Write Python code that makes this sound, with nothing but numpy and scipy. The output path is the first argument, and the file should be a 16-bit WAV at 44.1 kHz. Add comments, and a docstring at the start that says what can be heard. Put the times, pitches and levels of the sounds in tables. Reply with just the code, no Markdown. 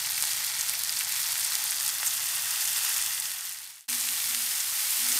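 """Marinated meat sizzles in shallow oil on a thick griddle in an outdoor kitchen.
Steam bubbles crack and ring by the thousand, drops spit, trapped steam squeaks from under the meat.
Tongs and a ladle colour the sizzle, touches on the griddle thud, and a burner rumbles below.
The sound fades out and returns on a denser sizzle, with a low hum that swells and sinks."""
import sys
import numpy as np
from scipy import signal
from scipy.fft import rfft, irfft
from scipy.io import wavfile

SR = 44100
rng = np.random.default_rng(int(sys.argv[2]) if len(sys.argv) > 2 else 0)


def materialize(psi):
    """Save the field psi as 16-bit PCM at rate SR to the path in sys.argv[1].

    A 1-D psi becomes a single channel; in a 2-D psi each row is a channel.
    """
    bounded = np.clip(np.atleast_2d(psi).T, -1, 1)
    quanta = np.round(bounded * 32767).astype(np.int16)
    wavfile.write(sys.argv[1], SR, quanta)


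N = 229011
TIME = np.arange(N) / SR
FADE_START_S, FADE_END_S = 3.08, 3.88


# oil activity: (time [s], base burst rate [1/s])
BURST_RATE = [(0, 4300), (1.2, 5260), (2.2, 6900), (3.1, 8000), (3.8, 5200), (3.9, 15000), (5.19, 15700)]
# frying vigour, one curve before the fade, one after: (time [s], relative level [dB])
VIGOUR_CURVES = [
    [(0.0, -28.5), (0.95, -30), (1.28, -28), (2.02, -29), (2.54, -27.5), (2.97, -28.5), (3.08, -29)],
    [(4.07, -29), (4.718, -29.5), (5.076, -26.5), (5.19, -25)],
]
# frying colour: (frequency [Hz], relative gain [dB])
FRYING_SPECTRUM = [(150, -33), (400, -26.5), (560, -17.5), (950, -9), (1400, -7.5), (1940, -3),
                   (2350, -4.5), (4000, -3.5), (4700, -2.5), (7400, -2.5), (9400, -0.4), (10300, -5),
                   (12800, -3), (15500, -8)]

def sizzle():
    """Bursting skins, ringing bubbles, steam jets and fine hiss, in uneven flurries."""
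    vigour_db, = in_time(np.concatenate(VIGOUR_CURVES))
    rate_per_s, = in_time(BURST_RATE)
    cracks = bursts(1.3 * rate_per_s, spread_db=4.0, range_db=18.5)
    ringing = from_db(-1.5) * bubbles(rate_per_s, cycles=7.4, patchy_db=1.9)
    jets = from_db(-3.5) * steam_jets(0.2 * rate_per_s, decay_s=0.00021, width_hz=2400)
    hiss = from_db(-10) * rng.standard_normal(N)
    oil = rms_one(colour(cracks + ringing + jets + hiss, FRYING_SPECTRUM))
    coarse = below(oil, hz=3500)
    fine = oil - below(oil, hz=7500)
    middle = oil - coarse - fine
    # busier oil: finer bubbles, more even flurries
    doublings = np.log2(rate_per_s / 7800)
    flurry_db = (1.0 * drift(51) + 0.5 * drift(7.1)) * np.sqrt(5000 / rate_per_s)
    # the ladle presses out juice: a surge, strongest in the coarse bubbles
    press = bell(peak_s=2.89, half_s=0.11)
    coarse *= from_db(-0.36 * doublings + 0.16 * flurry_db + press)
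    middle *= from_db(0.5 * flurry_db)
    fine *= from_db(1.6 * doublings + flurry_db)
    return from_db(vigour_db - 0.63 + 1.5 * press) * (coarse + middle + fine)


def bubbles(rate_per_s, cycles, patchy_db, sizes=26):
    """Each bubble rings a few cycles at the pitch of its size; each size comes in flurries."""
    clicks = bursts(rate_per_s, spread_db=3.5, range_db=20.5)
    size = rng.integers(0, sizes, N)
    out = 0
    for k, hz in enumerate(np.geomspace(700, 15000, sizes)):
        strength = np.sqrt(hz) * from_db(patchy_db * drift(11))
        out += resonate(clicks * strength * (size == k), hz, 2 * hz / cycles)
    return rms_one(out)


def steam_jets(rate_per_s, decay_s, width_hz, sizes=12):
    """Tiny jets of steam: brief noise puffs, each at the pitch of its size."""
    power = bursts(rate_per_s, spread_db=3.0, range_db=19) ** 2
    size = rng.integers(0, sizes, N)
    pole = np.exp(-1 / (decay_s * SR))
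    out = 0
    for k, hz in enumerate(np.linspace(3000, 14500, sizes)):
        envelope = np.sqrt(smooth(power * (size == k) + 1e-18, pole))
        out += resonate(envelope * rng.standard_normal(N), hz, width_hz)
    return rms_one(out)


# loudest spitting drops: (time [s], relative level [dB], pitch [Hz], width [Hz])
LOUD_DROPS = [(0.121, -21.5, 11500, 5000), (0.225, -15, 9200, 4600), (0.239, -20.5, 3000, 6200),
              (0.253, -20, 8300, 7200), (0.611, -18.5, 7000, 1800), (0.696, -20, 10100, 4800),
              (0.836, -18.5, 11700, 6600), (0.894, -20, 4700, 3000), (1.123, -20, 11000, 1400),
              (1.356, -24.5, 2400, 900), (1.554, -16.5, 6500, 5300), (1.641, -18, 13500, 2200),
              (1.83, -21, 9600, 5600), (1.879, -22, 8200, 6900), (1.891, -23, 7500, 6000),
              (2.031, -21, 1550, 700), (2.064, -22, 9800, 5200), (2.772, -20, 10700, 7000),
              (2.943, -23, 6000, 4620), (3.2, -18, 10300, 2150), (3.809, -18, 7000, 2100),
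              (4.089, -22, 3100, 1400), (4.348, -18, 3800, 4900), (5.126, -20, 7700, 3500)]

def spits(gain_db, snap):
    """A drop bursts with a bare snap and a short, damped ring."""
    out = np.zeros(N)
    click = signal.unit_impulse(512)
    for time_s, db, hz, width_hz in list(LOUD_DROPS) + small_drops():
        start = round(time_s * SR)
        pop = snap * click + resonate(click, hz, width_hz)
        pop *= from_db(db + gain_db) / np.linalg.norm(pop)
        out[start:start + len(pop)] -= pop[:N - start]
    return colour(out, FRYING_SPECTRUM) * np.sqrt(SR / 1000)  # energy referred to 1 ms


def small_drops(rate_per_s=9, relative_db=-23.5, spread_db=2.5, low_hz=5600, high_hz=13000):
    """Smaller drops spit at random times, sizes and pitches; rows as in LOUD_DROPS."""
    gap, size, pitch = rng.random((200, 3)).T
    times_s = np.cumsum(-np.log(1 - gap)) / rate_per_s
    levels_db = relative_db + spread_db * (2 * size - 1)
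    pitches_hz = low_hz * (high_hz / low_hz) ** pitch
    return [(s, db, hz, 2900) for s, db, hz in zip(times_s, levels_db, pitches_hz) if s < TIME[-1]]


# steam under the meat: (time [s], length [s], start pitch [Hz], end pitch [Hz], relative level [dB])
STEAM_POCKETS = [(0.8935, .003, 4600, 4900, -21), (0.9665, .003, 4200, 5000, -24),
                 (2.069, .015, 9000, 5600, -24)]

def squeaks(gain_db, roughness):
    """A steam pocket whistles for milliseconds, gliding as it shrinks or grows."""
    out = np.zeros(N)
    wobble = 1 + roughness * drift(340)
    flutter = from_db(2.1 * drift(300))
    for time_s, length_s, start_hz, end_hz, db in STEAM_POCKETS:
        progress = np.clip((TIME - time_s) / length_s, 0, 1)
        glide_hz = start_hz + (end_hz - start_hz) * progress
        phase = 2 * np.pi * np.cumsum(glide_hz * wobble) / SR
        out += from_db(db + gain_db) * np.sin(np.pi * progress) * np.sin(phase)
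    return out * flutter


# resonances (+) and hollows (-) of tongs over the oil: (centre [Hz], width [Hz], gain [dB])
TONGS_BANDS = [(2860, 280, -3), (4500, 640, 2), (10700, 900, -0.5)]
# the same for the ladle's bowl on the meat: (centre [Hz], width [Hz], gain [dB])
LADLE_BANDS = [(1940, 350, 0.5), (2280, 200, -8), (2620, 360, 1.5), (3560, 360, 1), (4000, 470, -4)]

def utensils(x, tongs_leave_s, ladle_comes_s, ladle_leaves_s, glide_s):
    """Tongs withdraw, a ladle lowers and lifts; the nearer each is, the more it colours the frying."""
    tongs_nearness = (tongs_leave_s - TIME) / glide_s + 0.5
    ladle_nearness = np.minimum(TIME - ladle_comes_s, ladle_leaves_s - TIME) / glide_s + 0.5
    for bands, nearness in (TONGS_BANDS, tongs_nearness), (LADLE_BANDS, ladle_nearness):
        for hz, width_hz, db in bands:
            gain = from_db(db * np.clip(nearness, 0, 1))
            x = x + (gain - 1) * band(x, hz, width_hz)
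    return x


# meat and utensils on the griddle: (time [s], peak before low-pass [dB], pitch [Hz], width [Hz])
GRIDDLE_TOUCHES = [(0.225, -31.5, 820, 403), (0.238, -27, 930, 400), (2.031, -31, 860, 300),
                   (5.133, -38, 380, 200), (5.158, -37, 295, 120)]

def knocks():
    """Meat and oil damp each touch to a short, dull thud."""
    out = np.zeros(N)
    for time_s, db, hz, width_hz in GRIDDLE_TOUCHES:
        thud = resonate(signal.unit_impulse(N, round(time_s * SR)), hz, width_hz)
        out += from_db(db) * thud / np.abs(thud).max()
    return signal.sosfilt(signal.butter(2, 1300, fs=SR, output="sos"), out)


def scatter(x, t60_s):
    """Rim, utensils and nearby surfaces scatter each crack into a brief tail of equal power."""
    time_s = TIME[:SR // 5]
    tail = rng.standard_normal(len(time_s)) * from_db(-60 * time_s / t60_s) * (time_s > 0.001)
    return signal.fftconvolve(x, tail / np.linalg.norm(tail))[:N]


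# flame colour: (frequency [Hz], relative gain [dB])
FLAME_SPECTRUM = [(15, -17), (35, -25), (65, -4.5), (100, -2), (140, -1.5), (190, -10.5), (290, -11.5),
                  (450, -30), (900, -57)]

def burner(start_db, sink_db_per_s):
    """The flame rumbles under the griddle, slowly sinking in level."""
    level_db = start_db - sink_db_per_s * TIME + drift(12)
    return from_db(level_db) * rms_one(colour(rng.standard_normal(N), FLAME_SPECTRUM))


# swells of the hum: (peak time [s], half length [s], level [dB], pitch [Hz])
HUM_SWELLS = [(3.928, .05, -50.5, 241.5), (4.07, 0.067, -63, 241), (4.385, 0.1, -58, 241.5),
              (5.073, 0.074, -53, 246)]

def hum(rest_db, waver_db, waver_hz, roughness):
    """A low, wavering tone with a rough edge rises in bell-shaped swells after the fade."""
    envelope = from_db(rest_db) * (TIME > FADE_END_S)
    for peak_s, half_s, db, _ in HUM_SWELLS:
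        envelope += from_db(db) * bell(peak_s, half_s)
    pitch_hz = in_time(HUM_SWELLS)[-1]
    phase = 2 * np.pi * np.cumsum(pitch_hz + waver_hz * drift(16)) / SR
    edge = rng.standard_normal(N)
    for _ in range(2):
        edge = band(edge, pitch_hz.mean(), width_hz=190)
    tone = np.sqrt(2) * np.sin(phase) + roughness * rms_one(edge)
    return envelope * from_db(waver_db * drift(27)) * tone


def from_db(db):
    """Decibels to gain."""
    return 10 ** (np.asarray(db) / 20)


def rms_one(x):
    """Scale to rms 1."""
    return x / np.sqrt(np.mean(x ** 2) + 1e-20)


def in_time(rows):
    """Each column of a timed curve at every sample."""
    times_s, *columns = np.transpose(rows)
    return [np.interp(TIME, times_s, column) for column in columns]


def bell(peak_s, half_s):
    """Gaussian envelope, peak 1."""
    return np.exp(-((TIME - peak_s) / half_s) ** 2)


def smooth(x, pole):
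    """Double-pole low-pass, unnormalised."""
    return signal.lfilter([1], [1, -2 * pole, pole * pole], x)


def drift(rate_hz):
    """Smooth random wander, rms 1."""
    hop, settle = 40, 2000
    pole = np.exp(-2 * np.pi * hop * rate_hz / SR)
    slow = smooth(rng.standard_normal(N // hop + settle + 2), pole)[settle:]
    return np.interp(np.arange(N) / hop, np.arange(len(slow)), rms_one(slow))


def bursts(rate_per_s, spread_db, range_db):
    """Random clicks, many small and few large, at steady mean power."""
    sizes = from_db(np.minimum(spread_db * rng.exponential(1, N), range_db))
    born = rng.random(N) < rate_per_s / SR
    return rms_one(sizes * born * rng.choice([-1, 1], N) / np.sqrt(rate_per_s))


def resonate(x, hz, width_hz):
    """Two-pole resonance; a unit click yields unit energy."""
    r = np.exp(-np.pi * width_hz / SR)
    cosine = np.cos(2 * np.pi * min(hz, 0.45 * SR) / SR)
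    ring = signal.lfilter([1, 0, -1], [1, -(1 + r * r) * cosine, r * r], x + 1e-18)
    return ring * np.sqrt((1 - r * r) / 2)


def colour(x, spectrum, size=4096):
    """Minimum-phase filter that follows a spectrum and keeps the power of white noise."""
    hz, db = np.transpose(spectrum)
    bins_hz = np.fft.rfftfreq(size, 1 / SR)
    gain = rms_one(from_db(np.interp(np.log(bins_hz + 1), np.log(hz), db)))
    cepstrum = irfft(np.log(gain))
    cepstrum[1:size // 2] *= 2
    cepstrum[size // 2 + 1:] = 0
    return signal.fftconvolve(x, irfft(np.exp(rfft(cepstrum))))[:N]


def below(x, hz):
    """Zero-phase low-pass."""
    return signal.sosfiltfilt(signal.butter(2, hz, fs=SR, output="sos"), x)


def band(x, hz, width_hz):
    """Resonant band-pass, gain 1 at centre."""
    return signal.lfilter(*signal.iirpeak(hz, hz / width_hz, fs=SR), x)


def confined_band(x, hz, width_hz, span_hz):
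    """Resonant band-pass with its skirts cut outside a span."""
    edges = signal.butter(4, [hz - span_hz / 2, hz + span_hz / 2], "band", fs=SR, output="sos")
    return signal.sosfiltfilt(edges, band(x, hz, width_hz))


def scene():
    """Griddle, burner and hum, almost mono; one narrow band leans left, one right."""
    frying = sizzle() + spits(gain_db=-1.5, snap=0.35)
    frying = utensils(frying, tongs_leave_s=1.9, ladle_comes_s=1.76, ladle_leaves_s=3.4, glide_s=0.54)
    frying += squeaks(gain_db=2.5, roughness=0.036) + knocks()
    mid = frying + from_db(-16) * scatter(frying, t60_s=0.055)
    mid += burner(start_db=-61.5, sink_db_per_s=1.1)
    mid += hum(rest_db=-80, waver_db=1.7, waver_hz=1.45, roughness=0.42)
    leans_left = from_db(-11.5) * confined_band(mid, hz=1920, width_hz=290, span_hz=690)
    leans_right = from_db(-11) * confined_band(mid, hz=9650, width_hz=620, span_hz=1770)
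    side = leans_left - leans_right
    return np.array([mid + side, mid - side])


def record(dry):
    """Near-linear fade-out, return within 10 ms; the top treble is cut."""
    fade = np.interp(TIME, [FADE_START_S, FADE_END_S, FADE_END_S + 0.01], [1, 0, 1]) ** 1.05
    lowpass = signal.firwin(401, cutoff=15650, fs=SR)
    return signal.fftconvolve(dry * fade, lowpass[None], mode="same", axes=1)


dry = scene()
out = record(dry)
materialize(out)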